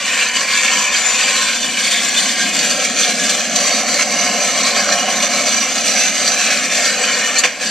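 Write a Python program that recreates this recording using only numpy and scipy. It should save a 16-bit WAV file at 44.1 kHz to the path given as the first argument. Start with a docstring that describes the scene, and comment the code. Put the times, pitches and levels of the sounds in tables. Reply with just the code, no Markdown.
"""Weighted sled on asphalt

A steel sled loaded with plates is pushed along a street, close past a small camera's stereo microphone.
Four skids grind over the stones and ring the frame, surging with each stride, catching and squealing.
At the end a skid snags with a squeak, the plates clank, and the sled nearly stops, then slides on.
Behind it lie quiet outdoor air and a faint, distant hum."""
import sys
import numpy as np
from scipy import signal
from scipy.fft import rfft, irfft, next_fast_len
from scipy.io import wavfile
from scipy.ndimage import uniform_filter1d, minimum_filter1d, map_coordinates

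SR = 44100
rng = np.random.default_rng(int(sys.argv[2]) if len(sys.argv) > 2 else 0)


def to_wav(sig):
    """Store sig (one row per channel, or 1-D mono) as 16-bit WAV at the path in sys.argv[1].

    Samples outside -1..1 are clipped; the rate is SR.
    """
    pcm = np.clip(np.atleast_2d(sig), -1, 1) * 32767
    pcm = np.round(pcm).astype(np.int16)
    wavfile.write(sys.argv[1], SR, pcm.T)  # frames by channels


N = 339570
TIME = np.arange(N) / SR
FFT_SIZE = next_fast_len(N + SR // 2, True)
HZ = np.fft.rfftfreq(FFT_SIZE, 1 / SR)

# the sled's modes over the scrape: (pitch [Hz], width [Hz], end-on [dB], at a slant [dB], broadside [dB])
FRAME_MODES = [(422, 11, 4, 12, 6.5), (497.8, 27, 11, 16, 10), (578, 40, 3, 5, 10.5), (616, 21, -14, 5, 4),
               (711, 21, 5, 19.5, 18.5), (748, 52, 8.5, 10, 11.5), (988, 11.4, 16.5, -2, 1),
               (1072, 38, 11.5, 8, 14), (1315, 20, -20, -17, 7), (1491, 17, 10.5, 3, -2),
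               (1608, 33, 8, 12.5, 4), (1680, 33, 10.5, 7.5, 8), (1835, 48, 12.5, 6.5, 5.5),
               (2170, 110, 9, 7, 7.5), (2359, 45, 15, 8, 8), (2516, 75, 10.5, 9.5, 5.5),
               (2696, 45, 9, 1, 5.5), (2939, 100, 14, 12, 10), (3240, 100, 7, 11, 0),
               (3540, 55, 11.5, 13, 7), (4075, 90, 8.5, 7, 11.5), (4500, 115, 10.5, 10, 10),
               (4750, 63, 11, 5.5, 12), (6003, 364, 8, 5.5, 13), (6400, 285.0, 0.5, 2, 6.5),
               (7250, 290, 11, 8, 8.0), (7700, 100, 10, 4, 8.0), (8103, 32, 11, 16, 11),
               (8660, 150, 9.5, 8.5, 7), (9900, 69, 1, 5, -4)]
# the broad scrape between the modes: (frequency [Hz], relative level [dB])
SCRAPE_SPECTRUM = [(110.0, -28.5), (150.0, -14.5), (200.0, 2), (250.0, 2.5), (370.0, -13.5), (600.0, -5),
                   (900.0, -11.5), (1300.0, -6), (2400.0, -7), (5200.0, -10.5), (6500.0, -8.5),
                   (8000.0, -13), (9300.0, -20.5), (14000.0, -28.5)]
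# each shove makes the skids bite: (start [s], length [s], bite over plain sliding [dB])
STRIDES = [(0.042, 0.21, 4.5), (0.332, 0.07, 6), (0.467, 0.379, 5.5), (0.895, 0.098, 4.5),
           (1.024, 0.39, 4.5), (1.45, 0.23, 2), (1.764, 0.28, 5), (2.113, 0.2, 4), (2.352, 0.092, 4),
           (2.522, 0.184, 6.0), (2.79, 0.057, 4.5), (2.961, 0.13, 6.5), (3.161, 0.22, 4),
           (3.531, 0.25, 5.5), (3.853, 0.14, 5.5), (4.077, 0.398, 4.0), (4.533, 0.15, 6.0),
           (4.735, 0.069, 5.5), (4.868, 0.113, 5.0), (5.03, 0.14, 3.5), (5.181, 0.045, 5.5),
           (5.301, 0.096, 4.5), (5.443, 0.2, 5.0), (5.695, 0.093, 4.0), (5.836, 0.221, 7), (6.116, 0.2, 5),
           (6.366, 0.17, 6.5), (6.604, 0.027, 6), (6.696, 0.2, 6.5), (6.985, 0.323, 2.5),
           (7.333, 0.029, 6.5), (7.6, 0.043, 2)]
# base levels as the sled passes: (time [s], frame boom [dB], skid plate [dB], frame ring [dB])
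PASS_LEVELS = [(0, -40.5, -34, -22.4), (.95, -37.6, -32, -20.4), (1.7, -34, -31.2, -22.6),
               (2.15, -33.6, -31.6, -23.2), (2.5, -30, -31, -23.1), (2.9, -30.5, -25.7, -24.2),
               (3.7, -31, -25.2, -24.5), (5.05, -31, -23.5, -22.8), (6.3, -32.5, -27.8, -24.3),
               (7.2, -35, -27, -20.5), (7.7, -35.5, -30, -24)]
# a skid catches on a stone: (time [s], frame ring [dB], grit [dB])
STONE_CATCHES = [(.363, -18, -21), (.944, -9.5, -19), (1.417, -20, -14), (1.908, -17, -13),
                 (2.147, -16, -17), (2.172, -18, -9), (2.187, -20, -15), (2.587, -28, -8),
                 (2.797, -14, -15), (3.293, -15, -4.5), (3.557, -10, -3.5), (3.94, -17, -11),
                 (3.99, -8, -13), (4.006, -9, -11), (4.019, -17, -9), (4.668, -15, -13), (4.921, -22, -8),
                 (5.225, -10, -9.5), (6.275, -13, -6)]
# how the sled faces the microphone, the rest being broadside: (time [s], end-on [share], slant [share])
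SLED_FACING = [(0, 1, 0), (1.3, 1, 0), (1.9, 0.13, .9), (3.2, 0, 0.6), (3.8, 0.05, 0.05), (6.3, 0, 0.12),
               (7.2, 0.7, 0.031), (7.7, 0.75, 0)]
# at close range the bounce off the road hollows the middle: (time [s], centre [Hz], depth [dB])
ROAD_DIP = [(1.4, 1400, 0), (2.3, 1360, 4), (2.55, 1310, 1), (2.7, 950, 13), (3.3, 1015, 10),
            (3.7, 960, 5.5), (5.5, 990, 4), (5.9, 1080, 10), (6.4, 1010, 9)]
# the air of the street: (frequency [Hz], relative level [dB])
AIR_SPECTRUM = [(20, -12), (60, -2.5), (120, -3.5), (400, 0), (2000, -2.5), (14000, -36)]
# the hum in the distance: (time [s], level [dB])
HUM_LEVELS = [(0, -56.5), (1, -56), (1.5, -59.5), (7.7, -60)]
# brief skid squeals: (peak time [s], pitch [Hz], rms at the peak [dB], time to fall 12 dB [s])
SKID_SQUEALS = [(0.367, 2950, -20, 0.014), (0.859, 2335, -21.5, .05), (0.947, 3170, -19, .012),
                (1.092, 7110, -20, 0.15), (1.4, 1063, -28.5, 0.14), (1.488, 2410, -22, .04),
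                (1.641, 3580, -24, .015), (1.838, 3520, -24, .02), (1.942, 3650, -23, 0.028),
                (2.18, 3560, -15, .018), (2.189, 3000, -17, .01), (2.408, 6180, -22, .03),
                (4.925, 5870, -22, .025), (5.62, 5890, -22, .05), (6.036, 2670, -22.5, 0.047),
                (7.02, 7800, -23, 0.024), (7.088, 3060, -24, 0.033)]
# the rasp of the snagging skid: (frequency [Hz], relative level [dB])
RASP_SPECTRUM = [(300, -58), (2500, -20), (3900, -15), (4500, -1), (5400, -12), (6300, 1), (6900, 6),
                 (7600, 0), (8500, -11), (14000, -25)]
# the weight plates strike the frame: (time [s], level [dB], t60 [s])
PLATE_STRIKES = [(7.436, -2, 0.078), (7.447, -10, 0.059), (7.472, -19, 0.043)]
# the force of a plate's blow: (frequency [Hz], relative level [dB])
BLOW_SPECTRUM = [(60, -10), (300, -8), (600, -8), (1300, -3.5), (2200, 2.5), (3800, -5.5), (5000, -4),
                 (8000, -7), (13000, -5)]
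# balance of the two microphone ports: (frequency [Hz], left over right [dB])
MIC_BALANCE = [(1000, -0.5), (3500, -0.1), (4600, -2), (5500, -6), (6000, -5.5), (6550, 1), (7300, 17),
               (8000, 14.5), (10500, 11.5), (12000, 17), (14000, 32)]
# phase between the ports: (frequency [Hz], left lead [rad])
MIC_PHASE = [(400, 0.053), (3500, 0.15), (4750, -0.34), (5400, -0.02), (6500, 1.38), (7200, .9),
             (8000, -.35), (9000, -.9), (13000, -0.96)]
# how alike the ports sound: (frequency [Hz], coherence [0 to 1])
MIC_COHERENCE = [(200, .995), (2000, .99), (3000, .955), (4500, .89), (5500, .8), (6000, .83), (8500, .58),
                 (9300, .37), (11000, .3), (14000, .08)]


def amp(db):
    """Decibels to gain."""
    return 10 ** (np.asarray(db) / 20)


def unit(x):
    """x at rms 1."""
    return x / np.sqrt(np.mean(x ** 2) + 1e-20)


def over_hz(points):
    """(Hz, value) points joined on a log frequency axis."""
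    hz, values = np.transpose(points)
    return np.interp(np.log(HZ + 1), np.log(hz + 1), values)


def over_time(rows):
    """One value per sample for each column after the time."""
    times, *columns = np.transpose(rows)
    return [np.interp(TIME, times, column) for column in columns]


def wobble(rate):
    """A smooth random curve, rate knots a second."""
    return map_coordinates(rng.standard_normal(int(N * rate / SR) + 4), [TIME * rate])


def filtered(x, response):
    """x through a frequency response."""
    return irfft(rfft(x, FFT_SIZE) * response, FFT_SIZE)[..., :N]


def causal(gain):
    """A response of this shape that rings only after a blow; it keeps the power of white noise."""
    cepstrum = irfft(np.log(np.maximum(unit(gain), 1e-6)), FFT_SIZE)
    cepstrum[1:FFT_SIZE // 2] *= 2
    cepstrum[FFT_SIZE // 2 + 1:] = 0
    return np.exp(rfft(cepstrum))


def band(lo_hz, hi_hz, order=10):
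    """A band-pass gain, steep by default."""
    return ((1 + (lo_hz / (HZ + 1)) ** (2 * order)) * (1 + (HZ / hi_hz) ** (2 * order))) ** -.5


def burst(start, t60, attack):
    """An envelope that rises at start and dies away; times in seconds."""
    envelope = np.zeros(N)
    live = (TIME > start) & (TIME < start + 2 * t60)
    age = TIME[live] - start
    envelope[live] = (1 - np.exp(-age / attack)) * amp(-60 * age / t60)
    return envelope


def swell(start, length, attack, release):
    """An envelope that rises, holds at 1 and falls once the length is over; times in seconds."""
    return np.clip(np.minimum((TIME - start) / attack, 1 - (TIME - start - length) / release), 0, 1)


def frame_resonances():
    """The steel's modes over the broad scrape, heard end-on, at a slant and broadside."""
    hz, width, *heard_db = np.transpose(FRAME_MODES)
    peaks = 1 / (1 + (2 * (HZ - hz[:, None]) / width[:, None]) ** 2)
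    return amp(over_hz(SCRAPE_SPECTRUM)) * np.sqrt(1 + amp(heard_db) ** 2 @ peaks)


def sliding_strengths():
    """Boom, plate, ring and grit: shoves lift the upper three, stones jolt the top two, a stall dips all."""
    bites = [db * swell(start, length, attack=.03, release=.067) for start, length, db in STRIDES]
    bite_db = np.max(bites, axis=0)
    stall_db = 9.5 * swell(start=7.465, length=.12, attack=.031, release=.031)
    judder_db = .56 * wobble(32)
    distance_db = 2.5 * np.clip(1 - TIME / 1.4, 0, 1)  # less grit until the sled has come near
    boom_db, plate_db, ring_db = over_time(PASS_LEVELS)
    boom = amp(boom_db - .5 * stall_db + 1.26 * wobble(12))
    plate = amp(plate_db + .26 * bite_db - .5 * stall_db + 1.26 * wobble(12))
    ring = amp(ring_db + .7 * (bite_db + judder_db) - stall_db)
    grit = amp(-22 - distance_db + bite_db + judder_db - stall_db + .55 * wobble(40))
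    for start, catch_ring_db, catch_grit_db in STONE_CATCHES:
        jolt = burst(start, t60=.068, attack=.002)
        ring = np.hypot(ring, amp(catch_ring_db) * jolt)
        grit = np.hypot(grit, amp(catch_grit_db) * jolt)
    return boom, plate, ring, grit


def edge_pings(per_s, t60, spread_db, lo_hz, hi_hz):
    """Single stones pluck the skid edges, each at its own pitch."""
    when, pitch, size = rng.random((int(per_s * N / SR), 3)).T
    age = TIME[:SR // 40]
    hz = lo_hz * (hi_hz / lo_hz) ** pitch
    gain = amp(spread_db * np.minimum(-np.log(1 - size), 4))
    rings = gain[:, None] * np.sin(2 * np.pi * hz[:, None] * age) * amp(-60 * age / t60)
    index = (when * N).astype(int)[:, None] + np.arange(len(age))
    return unit(np.bincount(index.ravel(), rings.ravel(), N)[:N])


def stone_force(per_s, spread_db, fine_db):
    """Tiny blows of uneven size from the stones, on the rub of fine grit."""
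    struck = rng.random(N) < per_s / SR
    sizes = amp(spread_db * np.minimum(rng.exponential(size=N), 4))
    blows = unit(struck * sizes * np.sign(rng.standard_normal(N)))
    return unit(blows + amp(fine_db) * rng.standard_normal(N))


def tube_ring(t60):
    """The response of the frame's tubes: the direct sound plus many weak, narrow modes that ring on."""
    age = TIME[:SR // 2]
    tail = rng.standard_normal(len(age)) * amp(-60 * age / t60)
    modes = rfft(tail / np.linalg.norm(tail), FFT_SIZE)
    strength = amp(-10.5) * band(850, 11000, order=1)
    return (1 + strength * modes) / np.hypot(1, strength)


def passing_colour(x, flicker_db, dip_width_hz):
    """As the sled moves, different partials stand out and the road's bounce cuts a wandering dip."""
    hz, times, spectra = signal.stft(x, SR, nperseg=1024)
    field = uniform_filter1d(rng.standard_normal(spectra.shape), size=2, axis=0)
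    field = unit(uniform_filter1d(field, size=14, axis=1))
    flicker = amp(flicker_db * field * np.clip(hz / 1300, 0, 1)[:, None])
    flicker /= np.sqrt(np.mean(flicker ** 2, axis=1, keepdims=True))
    when, centres, depths = np.transpose(ROAD_DIP)
    offset_hz = hz[:, None] - np.interp(times, when, centres)
    dip_db = np.interp(times, when, depths) * np.exp(-(offset_hz / dip_width_hz) ** 2)
    return signal.istft(spectra * flicker * amp(-dip_db), nperseg=1024)[1][:N]


def grinding_skids(resonances):
    """The stones drive the frame, which shows the microphone its end, its side, then its end again."""
    boom, plate, ring, grit = sliding_strengths()
    pings = amp(-11.5) * edge_pings(per_s=600, t60=.025, spread_db=3, lo_hz=2198, hi_hz=13080)
    force = stone_force(per_s=3800, spread_db=2.65, fine_db=-1) + pings
    force *= unit(amp(.51 * wobble(45) + .37 * wobble(170)))
    # the heavy low modes gather the rub of all four skids; the high ones follow single stones
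    rub = stone_force(per_s=3000, spread_db=2, fine_db=.5)
    registers = [(boom * rub, band(121, 401)), (plate * rub, band(380.6, 1036)),
                 (ring * force, band(1000, 3376)), (grit * force, band(3470, 18100))]
    end_on, slant = np.clip(over_time(SLED_FACING), 0, 1)
    broadside = np.clip(1 - end_on - slant, 0, 1)
    spectrum = 0
    for share, resonance in zip((end_on, slant, broadside), resonances):
        for drive, region in registers:
            spectrum += rfft(drive * share, FFT_SIZE) * causal(resonance * region)
    grind = irfft(spectrum * tube_ring(t60=.16), FFT_SIZE)[:N]
    return passing_colour(grind, flicker_db=2.9, dip_width_hz=130)


def street(air_db, hum_hz, hum_width_hz):
    """Quiet outdoor air all round, and a faint, wavering hum like a distant engine."""
    wide_noise = rng.standard_normal((2, N)) + rng.standard_normal(N) / 2
    air = filtered(wide_noise, amp(over_hz(AIR_SPECTRUM)))
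    hum = filtered(rng.standard_normal(N), 1 / (1 + ((HZ - hum_hz) / hum_width_hz) ** 2))
    return amp(air_db) * unit(air) + amp(over_time(HUM_LEVELS)[0]) * unit(hum)


def skid_squeal(peak_s, hz, db, fade_s, rise_per_s=0, rough=.006):
    """A skid sticks and slips: one unsteady partial swells and fades. Rise and rough are shares of hz."""
    sound = np.zeros(N)
    live = np.abs(TIME - peak_s) < 2 * fade_s
    age = TIME[live] - peak_s
    waver = rough * unit(uniform_filter1d(rng.standard_normal(len(age)), size=64))
    phase = 2 * np.pi * np.cumsum(hz * (1 + rise_per_s * age + waver)) / SR
    sound[live] = amp(db - 12 * (age / fade_s) ** 2) * np.sqrt(2) * np.sin(phase)
    return sound


def skid_snag(start_s):
    """A skid digs in with a short, bright rasp and a rising squeak."""
    friction = burst(start_s, t60=.066, attack=.0005) * rng.standard_normal(N)
    rasp = filtered(friction, causal(amp(over_hz(RASP_SPECTRUM))))
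    squeak = skid_squeal(start_s + .004, hz=4420, db=-14, fade_s=.021, rise_per_s=2.2, rough=.014)
    return amp(-1) * rasp + squeak


def plate_clank(resonance):
    """The weight plates chatter against their posts, and the steel rings on."""
    chatter = sum(amp(db) * burst(start, t60, attack=.0005) for start, db, t60 in PLATE_STRIKES)
    after_ring = amp(-17.5) * burst(PLATE_STRIKES[0][0], t60=.54, attack=.005)
    force = np.hypot(chatter, after_ring) * rng.standard_normal(N)
    return filtered(force, causal(resonance * amp(over_hz(BLOW_SPECTRUM))))


def street_scatter(x):
    """The sound off the road and kerb: a little late, its phase scrambled as the sled moves."""
    spectra = signal.stft(x, nperseg=512)[2]
    scramble = np.exp(2j * np.pi * rng.random(spectra.shape))
    echo = signal.istft(spectra * scramble, nperseg=512)[1]
    late = np.pad(echo, (SR // 170, 0))[:N]
    return filtered(unit(late) * np.std(x), band(170, 20000, order=3))


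def microphone_ports(x):
    """Each port has its own treble resonance; sound scattered by the street makes them differ."""
    mix_angle = np.arccos(np.clip(over_hz(MIC_COHERENCE), 0, 1)) / 2
    side = np.array([[1], [-1]])  # left, right
    balance = amp(side * over_hz(MIC_BALANCE) / 2)
    balance /= np.sqrt(np.mean(balance ** 2, axis=0))
    colour = balance * np.exp(.5j * side * over_hz(MIC_PHASE))
    direct = filtered(x, colour * np.cos(mix_angle))
    return direct + filtered(street_scatter(x), colour * side * np.sin(mix_angle))


def scene():
    """The sled passing close to the microphone, with the street behind it."""
    resonances = frame_resonances()
    sled = grinding_skids(resonances) + skid_snag(start_s=7.384) + plate_clank(resonances.mean(0))
    sled += sum(skid_squeal(*row) for row in SKID_SQUEALS)
    return microphone_ports(sled) + street(air_db=-45.8, hum_hz=84.3, hum_width_hz=6.3)


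def record(dry):
    """The camera's limiter holds down peaks over full scale; nothing above 14.2 kHz is kept."""
    needed_gain = 1 / np.maximum(np.abs(dry).max(0), 1)
    smooth_gain = uniform_filter1d(minimum_filter1d(needed_gain, size=97), size=97)
    return filtered(dry * smooth_gain, HZ < 14200)


dry = scene()
out = record(dry)
to_wav(out)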